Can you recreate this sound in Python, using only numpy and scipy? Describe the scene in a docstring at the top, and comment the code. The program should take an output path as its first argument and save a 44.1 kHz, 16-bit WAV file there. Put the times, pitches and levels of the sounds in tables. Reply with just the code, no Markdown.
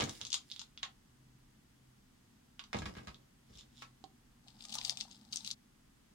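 """Thin foil and plastic crinkle at once as a container knocks and thuds on a stone kitchen counter,
over a low appliance hum and room rumble. Later the container rocks to rest, a bowl gives a hollow tap,
and a spoon scrapes crisp fried onion in the plastic bowl while a low drone swells. Snaps and cracks are
sharp pulses plus dying noise, rubbing is dense tiny clicks plus hiss, thuds and rings are dying sines.
A phone's two microphone ports hear it close by, and a small hard room answers the handling."""
import sys
import numpy as np
from scipy import signal
from scipy.fft import rfft, irfft
from scipy.io import wavfile
from scipy.ndimage import uniform_filter1d

SR = 44100
rng = np.random.default_rng(int(sys.argv[2]) if len(sys.argv) > 2 else 0)


def wrap_up_sound(samples):
    """Save the sound to the file named by the first command line argument, as 16-bit audio."""
    columns = np.atleast_2d(samples).T
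    # keep every value between -1 and 1, then stretch to whole-number steps
    tamed = np.clip(columns, -1, 1)
    steps = np.round(tamed * 32767).astype(np.int16)
    wavfile.write(sys.argv[1], SR, steps)


N = 271082
TIME = np.arange(N) / SR  # the whole scene (s)
AGE = np.arange(8192) / SR  # time since a single hit (s)
HZ = np.fft.rfftfreq(2048, 1 / SR)  # frequencies at which a click's colour is set

# Levels in the tables are relative: the sources add gains of their own.
# room rumble and hiss, colour: [f/Hz, level/dB per Hz]
AIR_COLOUR = [(15, -49), (25, -4.5), (101, -12.5), (133, -9), (188, -13.5), (240, -10), (305, -16.5),
              (340, -18), (523, -25), (871, -23.5), (945, -24), (1270, -25.5), (2630, -28.5), (7700, -32),
              (15500, -40)]
# appliance hum, one tone a row: [f/Hz, level/dB, width/Hz]
HUM_TONES = [(127.6, -72.5, 4.1), (244.8, -80.5, 13), (296.7, -83.5, 5.3)]
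# loudness of a hollow low drone: [t/s, level/dB]
DRONE_LEVEL = [(0, -76.5), (4.2, -75), (4.7, -66.5), (5.5, -67), (5.65, -74.5), (6.15, -74.5)]
# a thin container wall buckles: [t/s, level/dB, brightness/dB per octave, low body/dB, left-right/dB]
WALL_SNAPS = [(.0071, -28, 1, 13.5, 0), (0.0397, -33.5, 5.5, -7, 11), (0.0945, -35.5, 12, 9.5, 2),
              (.2142, -32, -3, 0, 0.5), (0.2513, -37, 6, 5.5, 1), (0.2685, -38, 11, 2, 1),
              (.3039, -38.5, 6, -1, 9), (0.32, -33, -6, -11, -4), (.3296, -21, 3.5, -0.5, 4.5),
              (0.3424, -21.5, 9, 9, 1), (0.5013, -46, -13, -25, -10), (.5155, -34, -17, -30, -1),
              (.521, -37.5, -14, -28, 1), (0.5629, -40.5, -9, -10, -5), (0.5945, -36.5, 4, 5.5, 5),
              (0.6155, -42, 8.5, 14.5, -1), (.776, -40.5, -12, 1, -1), (0.8275, -50, -6, 0, 0),
              (0.8309, -30, -2.5, 8, 2), (2.5939, -37.5, -19, 3.5, -1), (2.639, -48.5, 0, 12.5, 2),
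              (2.7874, -43.5, 10, 20.5, 0), (3.145, -49.5, -9, -2, 1)]
# fingers squeeze the thin wall: [t at the hardest/s, level/dB, rise/s, fall/s, level of the fine fizz/dB]
WALL_SQUEEZES = [(.005, -44, 0.022, 0.08, -56), (.135, -54, 0.13, 0.22, -56), (.315, -53, 0.057, 0.12, -67),
                 (.525, -67, 0.088, 0.11, -62.5), (3.59, -53, 0.095, 0.06, -68),
                 (3.815, -53.5, 0.08, 0.046, -66)]
# colour of a buckling thin wall: [f/Hz, level/dB per Hz]
THIN_WALL_COLOUR = [(100, -27.5), (550, -33), (780, -23), (1200, -11), (1800, -16), (2500, -6.5),
                    (3400, 7.5), (4600, 3), (6800, -0.5), (8000, -11.5), (10000, -24), (13000, -39.5),
                    (16000, -51)]
# colour of the fine fizz: [f/Hz, level/dB per Hz]
FIZZ_COLOUR = [(100, -13), (2000, -5), (5000, -2), (8500, -1.5), (11500, -12), (16000, -13)]
# the phone's body shades one port or the other, for sound from the thin wall: [f/Hz, left-right/dB]
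WALL_SHADING = [(300, 17.5), (800, -15.5), (1400, -6.5), (2500, -5.5), (4000, 0), (6000, 6), (9000, -0.5)]
# a container knocks: [t/s, level/dB, brightness/dB per octave, low weight/dB, favoured ring f/Hz]
CONTAINER_KNOCKS = [(.001, -26.5, -4, 2, 810), (0.0203, -28, -4, -1, 2220), (0.028, -36.5, 5, 8, 1100),
                    (.076, -39.5, -7, 7, 820), (.088, -44, 1, -5, 1660), (.209, -47, -1, 3, 1866),
                    (.832, -34.5, -12, -30, 840), (2.596, -43, -3, -30, 1100),
                    (2.7306, -30.5, -6.5, -14, 1970), (2.7455, -29, -8.5, 4.5, 786),
                    (2.768, -39.5, 0, -10, 1600), (2.82, -35.5, -6, 4, 1670), (2.8568, -37, -4, -21, 2200),
                    (2.8602, -35.5, -6.5, -6, 1590), (2.952, -46.5, -7, -12, 1660),
                    (2.9679, -43, -15, -4, 1610), (2.984, -43, -10, -8, 1660),
                    (3.0724, -40, -3.5, -9.5, 1460), (3.082, -42, -7, -15, 1280),
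                    (3.8216, -38.5, -3.5, -22, 1110)]
# colour of knocks on the counter: [f/Hz, level/dB per Hz]
COUNTER_COLOUR = [(30, -38), (90, -14), (330, -1.5), (600, -4.5), (790, 3.5), (920, -2.5), (1120, 0),
                  (1400, -7.5), (2200, -5.5), (3000, -7), (4000, -7), (6500, -12), (9000, -20.5),
                  (15000, -33.5)]
# tones of a knocked container wall: [f/Hz, level/dB, t60/s]
CONTAINER_MODES = [(818, -4, .06), (1088, -1.5, 0.1), (1302, 2, 0.1), (1612, -1.5, .07), (1660, -2, 0.052),
                   (1884, -6.5, 0.07), (2238, 0.5, 0.064)]
# the weight of a full container thuds on the counter: [t/s, level/dB, pitch f/Hz]
COUNTER_THUDS = [(.004, -39.5, 97), (.028, -31.5, 127), (.055, -42, 120), (0.218, -49.5, 121),
                 (2.749, -32.5, 117.4), (2.793, -36, 104.5), (2.818, -38, 84), (2.864, -37, 95.3),
                 (2.969, -40.5, 105), (2.995, -47, 121), (3.074, -43.5, 90.2), (3.502, -51, 105.4),
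                 (3.551, -53, 78)]
# tones of a thud: [multiple of its pitch, level/dB, t60/s]
COUNTER_MODES = [(.78, -6, 0.23), (1, 0.5, 0.11), (1.75, 1.5, 0.078), (2.1, -3, 0.11), (2.6, -12, 0.073),
                 (3.6, -5, 0.041)]
# a hollow tap as the bowl is picked up: (t/s, level/dB, left-right/dB)
PICKUP_TAP = (4.04, -46, -10.5)
# tones of that tap: [f/Hz, level/dB, t60/s]
PICKUP_MODES = [(388, -5, 0.028), (720, -32, 0.017), (770, -1, 0.071), (885, -16, 0.026), (1060, -18, 0.11)]
# crisp onion cracks between spoon and bowl: [t/s, level/dB, brightness/dB per octave]
ONION_CRACKS = [(4.4829, -45, -10), (4.6073, -45, -20), (4.64, -42, 4), (4.652, -36.5, 5),
                (4.7054, -42, -1), (4.7265, -36.5, -3), (4.741, -33, 13), (4.7534, -28, 9),
                (4.7861, -29.5, -10), (4.814, -36.5, -15), (4.8498, -26, 1), (4.896, -22.5, 1.5),
                (4.9062, -33, 14), (4.9726, -33.5, 0), (5.0101, -29.5, -5), (5.113, -46.5, -2),
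                (5.3256, -36.5, 6), (5.33, -30, 0), (5.3597, -27.5, 7), (5.3708, -31, 3),
                (5.4475, -34.5, 1), (5.464, -39, 3), (5.4759, -33.5, 4), (5.5047, -34, -5),
                (5.513, -29, 2.5)]
# colour of cracking onion: [f/Hz, level/dB per Hz]
ONION_COLOUR = [(100, -45), (1000, -31), (1700, -22), (2500, -8), (3600, 0.5), (4700, -0.5), (5900, -1.5),
                (7200, -6), (9000, -16), (12000, -35.5), (16000, -49)]
# the spoon bumps the bowl: [t/s, level/dB, pitch as a factor on the bowl's tones]
SPOON_BUMPS = [(4.466, -55, 0.94), (4.65, -52.5, 1.6), (4.7535, -36.5, 1.13), (4.77, -43, 1.58),
               (4.786, -40, 1.31), (4.922, -43.5, 0.96), (5.052, -50.5, 1.05), (5.08, -52.5, 1.25)]
# tones of the plastic bowl: [f/Hz, level/dB, t60/s]
PLASTIC_BOWL_MODES = [(768, -1, 0.072), (824, -6.5, 0.026), (1090, -1.5, 0.01)]
# the spoon pushes through: [t at the hardest/s, level/dB, rise/s, fall/s, level of its drag on the bowl/dB]
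SPOON_STROKES = [(4.48, -63, 0.046, 0.11, -70.5), (4.63, -55.5, 0.076, 0.09, -67),
                 (4.745, -42.5, 0.068, 0.073, -56), (4.865, -41.5, 0.085, 0.08, -55),
                 (5, -48, 0.058, 0.075, -61.5), (5.09, -61.5, 0.065, 0.37, -68),
                 (5.333, -44.5, 0.023, 0.098, -65), (5.475, -44.5, .07, 0.065, -73)]
# pitch at the spots the spoon drags over: factors on the bowl's tones
DRAG_SPOTS = [.95, 1, 1.07, 1.16]
# the phone's body shades one port or the other, for sound from the bowl: [f/Hz, left-right/dB]
BOWL_SHADING = [(300, 2), (800, 8.5), (2500, 3.5), (3500, -1), (5000, 13), (8000, 7), (13000, 18)]
# how long the room's tail lasts: [f/Hz, t60/s]
ROOM_DECAY = [(150, 0.39), (800, 0.19), (2500, 0.16), (6000, 0.15), (14000, .13)]

STOP_S = 5.535  # spoon and hum start a 15 ms fade to silence here
AIR_DB = -67  # loudness of the room noise (rms)
PORT_GAP_M, SOUND_SPEED = 0.39, 343  # effective acoustic spacing of the ports (m), speed of sound (m/s)
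AIR_SIDE_SHARE, AIR_LAG = 0.27, 27.5  # share coming from the left, its delay to the right port (samples)
RATTLE_ALIKE_HZ, ROOM_ALIKE_HZ = 1103, 387  # well below these, both ports hear the noise nearly alike
SWELL_DB = 20  # a movement gains this in its rise time and loses it in its fall time
FIZZ_LINGER, DRAG_LINGER = 1.53, 2.3  # fizz and drag swell and fade this many times more slowly
# ring of a knocked wall: level (dB), loss per octave from the favoured pitch (dB), pitch scatter (share)
RING_DB, RING_FALL_DB, RING_DETUNE = -24.5, 23.5, 0.017
# skid gain (dB) = SKID_DB + SKID_PER_DB * thud level; rise and fall times in s
SKID_DB, SKID_PER_DB, SKID_RISE_S, SKID_FALL_S = -33.5, 0.66, 0.028, 0.17
THUD_LAG_S = 0.00017  # the left port hears a thud this much later
EDGE_HZ = 15950  # top of the phone's band


def amp(db):
    """Turns decibels into gain."""
    return 10 ** (np.asarray(db) / 20)


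def unit(x):
    """Scales to an rms of one."""
    return x / np.sqrt(np.mean(x ** 2) + 1e-20)


def dying(t, t60):
    """Exponential decay that loses 60 dB in t60 seconds."""
    return np.exp(-np.log(1000) * t / t60)


def read(points, hz):
    """Reads a table along a logarithmic frequency axis."""
    f, value = np.transpose(points)
    return np.interp(np.log(hz + 1), np.log(f + 1), value)


def level(curve):
    """Gain over time from rows of (s, dB); silent outside them."""
    s, db = np.transpose(curve)
    inside = (TIME >= s[0]) * (TIME <= s[-1])
    return amp(np.interp(TIME, s, db)) * inside


def panned(db):
    """Left and right gains for a level difference."""
    return amp(np.array([[db], [-db]]) / 2)


def add(mix, s, sound):
    """Adds a stereo sound at time s, cut off at the end of the mix."""
    start = max(round(s * SR), 0)
    part = mix[:, start:][:, :sound.shape[1]]
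    part += sound[:, :part.shape[1]]


def through(x, response):
    """Passes sound through a response, keeping its length."""
    return signal.oaconvolve(x, np.atleast_2d(response), axes=1)[:, :x.shape[1]]


def high_pass(x, order, hz):
    """Removes sound below hz."""
    return signal.sosfilt(signal.butter(order, hz, "high", fs=SR, output="sos"), x)


def click(db):
    """The sharpest pulse with this spectrum (minimum phase), of energy one."""
    log_gain = np.log(amp(np.r_[db, db[-2:0:-1]]))
    pulse = np.fft.ifft(np.exp(np.conj(signal.hilbert(log_gain)))).real
    return pulse / np.linalg.norm(pulse)


def shelf(hz):
    """Rises from 0 to 1 around hz."""
    return HZ ** 4 / (HZ ** 4 + hz ** 4)


def tilt(hz):
    """Octaves above a soft corner."""
    return np.log2(1 + (HZ / hz) ** 4) / 4


def patch(depth_db):
    """Every spot that gives way has broad resonances of its own: smoothed random bumps in dB."""
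    bumps = rng.standard_normal(len(HZ))
    for _ in range(2):
        bumps = uniform_filter1d(bumps, size=30)
    return depth_db * unit(bumps)


def noise_pair(alike_hz, lag, size):
    """Noise at the two ports: alike in the bass, lag samples later on the right."""
    hz = np.fft.rfftfreq(size, 1 / SR)
    a, b = rfft(rng.standard_normal((2, size)))
    same = 1 / (1 + (hz / alike_hz) ** 2)
    right = same * a + np.sqrt(1 - same ** 2) * b
    delay = np.exp(-2j * np.pi * hz * lag / SR)
    return irfft(np.array([a, right * delay]), size)


def ring(modes):
    """A struck object's tones: dying sines from rows of (Hz, dB, t60)."""
    return sum(amp(db) * dying(AGE, t60) * np.sin(2 * np.pi * hz * AGE) for hz, db, t60 in modes)


def snap(colour_db, rattle_db, t60, lag, flutter_db=-6):
    """A pulse, a brief flutter and a longer rattle, reaching the right port lag samples later."""
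    drive = np.zeros((2, len(AGE)))
    for db, decay_s in ((flutter_db, .004), (rattle_db, t60)):
        noise = noise_pair(RATTLE_ALIKE_HZ, lag, size=len(AGE)) * dying(AGE, decay_s)
        drive += amp(db) * noise / np.linalg.norm(noise, axis=1, keepdims=True)
    # the pulse itself; a negative lag delays the left port instead
    drive[0, max(-round(lag), 0)] += 1
    drive[1, max(round(lag), 0)] += 1
    return through(drive, click(colour_db))


def grains(per_s, spread_db, hiss):
    """Random tiny fractures of very unequal size over a smooth rubbing hiss."""
    at = np.flatnonzero(rng.random(N) < per_s / SR)
    size_db = spread_db * np.minimum(rng.exponential(1, len(at)), 3.5)
    clicks = np.zeros(N)
    clicks[at] = amp(size_db) * rng.choice([-1, 1], len(at))
    return unit(clicks) + hiss * rng.standard_normal((2, N))


def crackle(colour, per_s, spread_db, hiss, patch_db, t60, lag, bright_db=0, count=5):
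    """Many grains, shared between several differently tuned spots."""
    colour_db = read(colour, HZ) + bright_db * tilt(hz=3520)
    out = np.zeros((2, N))
    for _ in range(count):
        spot = snap(colour_db + patch(patch_db), rattle_db=0, t60=t60, lag=lag)
        out += through(grains(per_s / count, spread_db, hiss), spot)
    return unit(out)


def swells(moves):
    """Gain of movements that swell and fade, from rows of (s at the peak, dB, rise s, fall s)."""
    t = TIME[::32]  # coarse steps suffice for a slow curve
    power = np.zeros(len(t))
    for s, db, rise, fall in moves:
        distance = np.maximum((s - t) / rise, (t - s) / fall)
        power += amp(db - SWELL_DB * distance) ** 2
    return np.interp(TIME, t, np.sqrt(power))


def effort(moves, linger):
    """Gains of the two layers that a hand movement drives; the second one lingers."""
    main = swells([(s, db, rise, fall) for s, db, rise, fall, _ in moves])
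    slow = swells([(s, db, linger * rise, linger * fall) for s, _, rise, fall, db in moves])
    return main, slow


def shaded(x, shade):
    """Colours the two ports differently: the left takes 0.27 of the shade, the right 0.7 the other way."""
    shade_db = read(shade, np.fft.rfftfreq(N, 1 / SR))
    return irfft(rfft(x) * amp(np.array([0.27 * shade_db, -.7 * shade_db])), N)


def kitchen(x, wet_db):
    """Adds a diffuse tail that builds in a few ms and dies sooner in the treble."""
    noise = noise_pair(ROOM_ALIKE_HZ, lag=0, size=SR // 2)
    hz, t, z = signal.stft(noise, SR, nperseg=256)
    decay = dying(t, read(ROOM_DECAY, hz)[:, None])
    tail = signal.istft(z * decay, SR, nperseg=256)[1]
    tail *= 1 - np.exp(-np.arange(tail.shape[1]) / SR / 0.0021)
    return x + amp(wet_db) * through(x, tail / np.linalg.norm(tail[0]))


def wavering(hz, width):
    """A low tone of unsteady strength and pitch: noise in a narrow band."""
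    offset = 2 * (np.fft.rfftfreq(N, 1 / SR) - hz) / width
    return unit(irfft(rfft(rng.standard_normal(N)) / (1 + offset ** 2), N))


def air():
    """Coloured noise: room rumble shared by both ports, and a faint hiss that comes partly from the left."""
    hz = np.fft.rfftfreq(N, 1 / SR)
    a, b = rfft(rng.standard_normal((2, N)))
    # spaced ports hear diffuse sound alike only in the bass
    diffuse = np.sinc(2 * hz * PORT_GAP_M / SOUND_SPEED)
    from_left = np.exp(-2j * np.pi * hz * AIR_LAG / SR)
    same = (1 - AIR_SIDE_SHARE) * diffuse + AIR_SIDE_SHARE * from_left
    right = same * a + np.sqrt(np.maximum(1 - abs(same) ** 2, 0)) * b
    z = np.array([a, right]) * amp(read(AIR_COLOUR, hz))
    return amp(AIR_DB) * unit(irfft(z, N))


def hum():
    """An appliance hums in a few wavering low tones."""
    return sum(amp(db) * wavering(hz, width) for hz, db, width in HUM_TONES)


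def drone():
    """A hollow drone: a broad wavering band whose level follows a curve."""
    return level(DRONE_LEVEL) * wavering(hz=216.3, width=71)


def crinkling():
    """Thin walls buckle in single snaps, with fine creasing in between."""
    out = np.zeros((2, N))
    for s, db, bright_db, body_db, pan_db in WALL_SNAPS:
        colour = read(THIN_WALL_COLOUR, HZ) + bright_db * tilt(hz=3440)
        colour += body_db * (1 - shelf(hz=2450)) + patch(depth_db=0.5)
        rattle_db = -5 + 0.59 * body_db  # the more of the wall moves, the more it rattles
        add(out, s, amp(db + 14.5) * panned(pan_db) * snap(colour, rattle_db, t60=0.031, lag=-1.5))
    creasing, fizzing = effort(WALL_SQUEEZES, FIZZ_LINGER)
    # tiny creases are brighter than whole snaps
    creases = crackle(THIN_WALL_COLOUR, per_s=700, spread_db=6, hiss=.45, patch_db=3, t60=.007, lag=0,
                      bright_db=3.5)
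    fizz = crackle(FIZZ_COLOUR, per_s=1300, spread_db=4, hiss=.6, patch_db=4, t60=.008, lag=0)
    out += amp(-5.5) * creasing * creases + amp(-3.5) * fizzing * fizz
    return shaded(kitchen(out, wet_db=-3.5), WALL_SHADING)


def wall_ring(near_hz):
    """The ring of a knocked wall: the spot that is hit favours the tones around near_hz."""
    pitch = 1 + RING_DETUNE * rng.uniform(-0.83, 1)
    modes = []
    for hz, db, t60 in CONTAINER_MODES:
        loss_db = RING_FALL_DB * abs(np.log2(hz / near_hz))
        modes.append((hz * pitch, db - loss_db, t60))
    return ring(modes)


def knocking():
    """A container lands, skids a little and rocks on the stone; its wall rings briefly."""
    out = np.zeros((2, N))
    for s, db, bright_db, weight_db, near_hz in CONTAINER_KNOCKS:
        colour = read(COUNTER_COLOUR, HZ) + bright_db * tilt(hz=2920)
        colour += weight_db * (1 - shelf(hz=700))
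        knock = snap(colour, rattle_db=4.5, t60=0.062, lag=-25, flutter_db=-2)
        knock += amp(RING_DB) * wall_ring(near_hz)
        add(out, s, amp(db + 11.0) * panned(-1.1) * knock)
    # around each thud it skids: the heavier the landing, the louder
    skids = swells([(s, SKID_DB + SKID_PER_DB * db, SKID_RISE_S, SKID_FALL_S) for s, db, _ in COUNTER_THUDS])
    grit = crackle(COUNTER_COLOUR, per_s=450, spread_db=5, hiss=.4, patch_db=5, t60=.02, lag=-26)
    return kitchen(out + skids * grit, wet_db=-3)


def thudding():
    """The load behind each landing rings the counter low; it reaches the right port first."""
    out = np.zeros((2, N))
    for s, db, hz in COUNTER_THUDS:
        modes = [(hz * multiple, mode_db, t60) for multiple, mode_db, t60 in COUNTER_MODES]
        thud = ring(modes) * (1 - np.exp(-AGE / 0.0025))  # soft start
        left = np.interp(AGE - THUD_LAG_S, AGE, thud)
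        add(out, s, amp(db - 1.8) * np.array([left, thud]))
    return high_pass(kitchen(out, wet_db=-9), order=4, hz=50)


def bowl_tap():
    """A soft noisy tick and a short hollow ring of dying sines."""
    s, db, pan_db = PICKUP_TAP
    out = np.zeros((2, N))
    tick = amp(4.5) * snap(read(THIN_WALL_COLOUR, HZ), rattle_db=11.5, t60=.025, lag=0)
    add(out, s, amp(db) * (panned(pan_db) * ring(PICKUP_MODES) + tick))
    return kitchen(out, wet_db=-8.5)


def bowl_ring(pitch):
    """The bowl's tones, shifted by where the spoon touches it."""
    return ring([(hz * pitch, mode_db, t60) for hz, mode_db, t60 in PLASTIC_BOWL_MODES])


def spoon():
    """Crisp onion cracks and scrapes under the spoon; the plastic bowl rings along."""
    out = np.zeros((2, N))
    for s, db, bright_db in ONION_CRACKS:
        colour = read(ONION_COLOUR, HZ) + bright_db * tilt(hz=3600) + patch(depth_db=2.5)
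        crack = snap(colour, rattle_db=-2.0, t60=0.026, lag=8.43, flutter_db=-7.5)
        add(out, s, amp(db + 14.5) * crack)
    for s, db, pitch in SPOON_BUMPS:
        add(out, s, amp(db - 7.5) * panned(0) * bowl_ring(pitch))
    scrape, drag = effort(SPOON_STROKES, DRAG_LINGER)
    crumbs = crackle(ONION_COLOUR, per_s=550, spread_db=6, hiss=.3, patch_db=4, t60=.009, lag=9)
    fizz = crackle(FIZZ_COLOUR, per_s=740, spread_db=4, hiss=.7, patch_db=3, t60=.012, lag=9)
    out += scrape * (amp(-0.5) * crumbs + amp(-8.5) * fizz)
    # the dragging spoon slips in tiny jerks that set the bowl ringing
    slips = sum(through(grains(per_s=130, spread_db=6, hiss=.6), bowl_ring(pitch)) for pitch in DRAG_SPOTS)
    out += amp(-4.5) * drag * unit(slips)
    # a small bowl radiates little below its lowest tone
    out = high_pass(out, order=3, hz=560)
    return shaded(kitchen(out, wet_db=-9.5), BOWL_SHADING)


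def scene():
    """All sources summed at the two ports; spoon and hum fade out together."""
    sounding = np.clip((STOP_S - TIME) / 0.015 + 1, 0, 1)
    room = air() + drone()
    handling = crinkling() + knocking() + thudding() + bowl_tap()
    return room + handling + sounding * (hum() + spoon())


def record(dry):
    """The phone's band limit: a steep filter removes the highest treble."""
    low_pass = signal.firwin(511, EDGE_HZ, window=("kaiser", 9), fs=SR)
    return signal.oaconvolve(dry, low_pass[None], "same")


dry = scene()
out = record(dry)
wrap_up_sound(out)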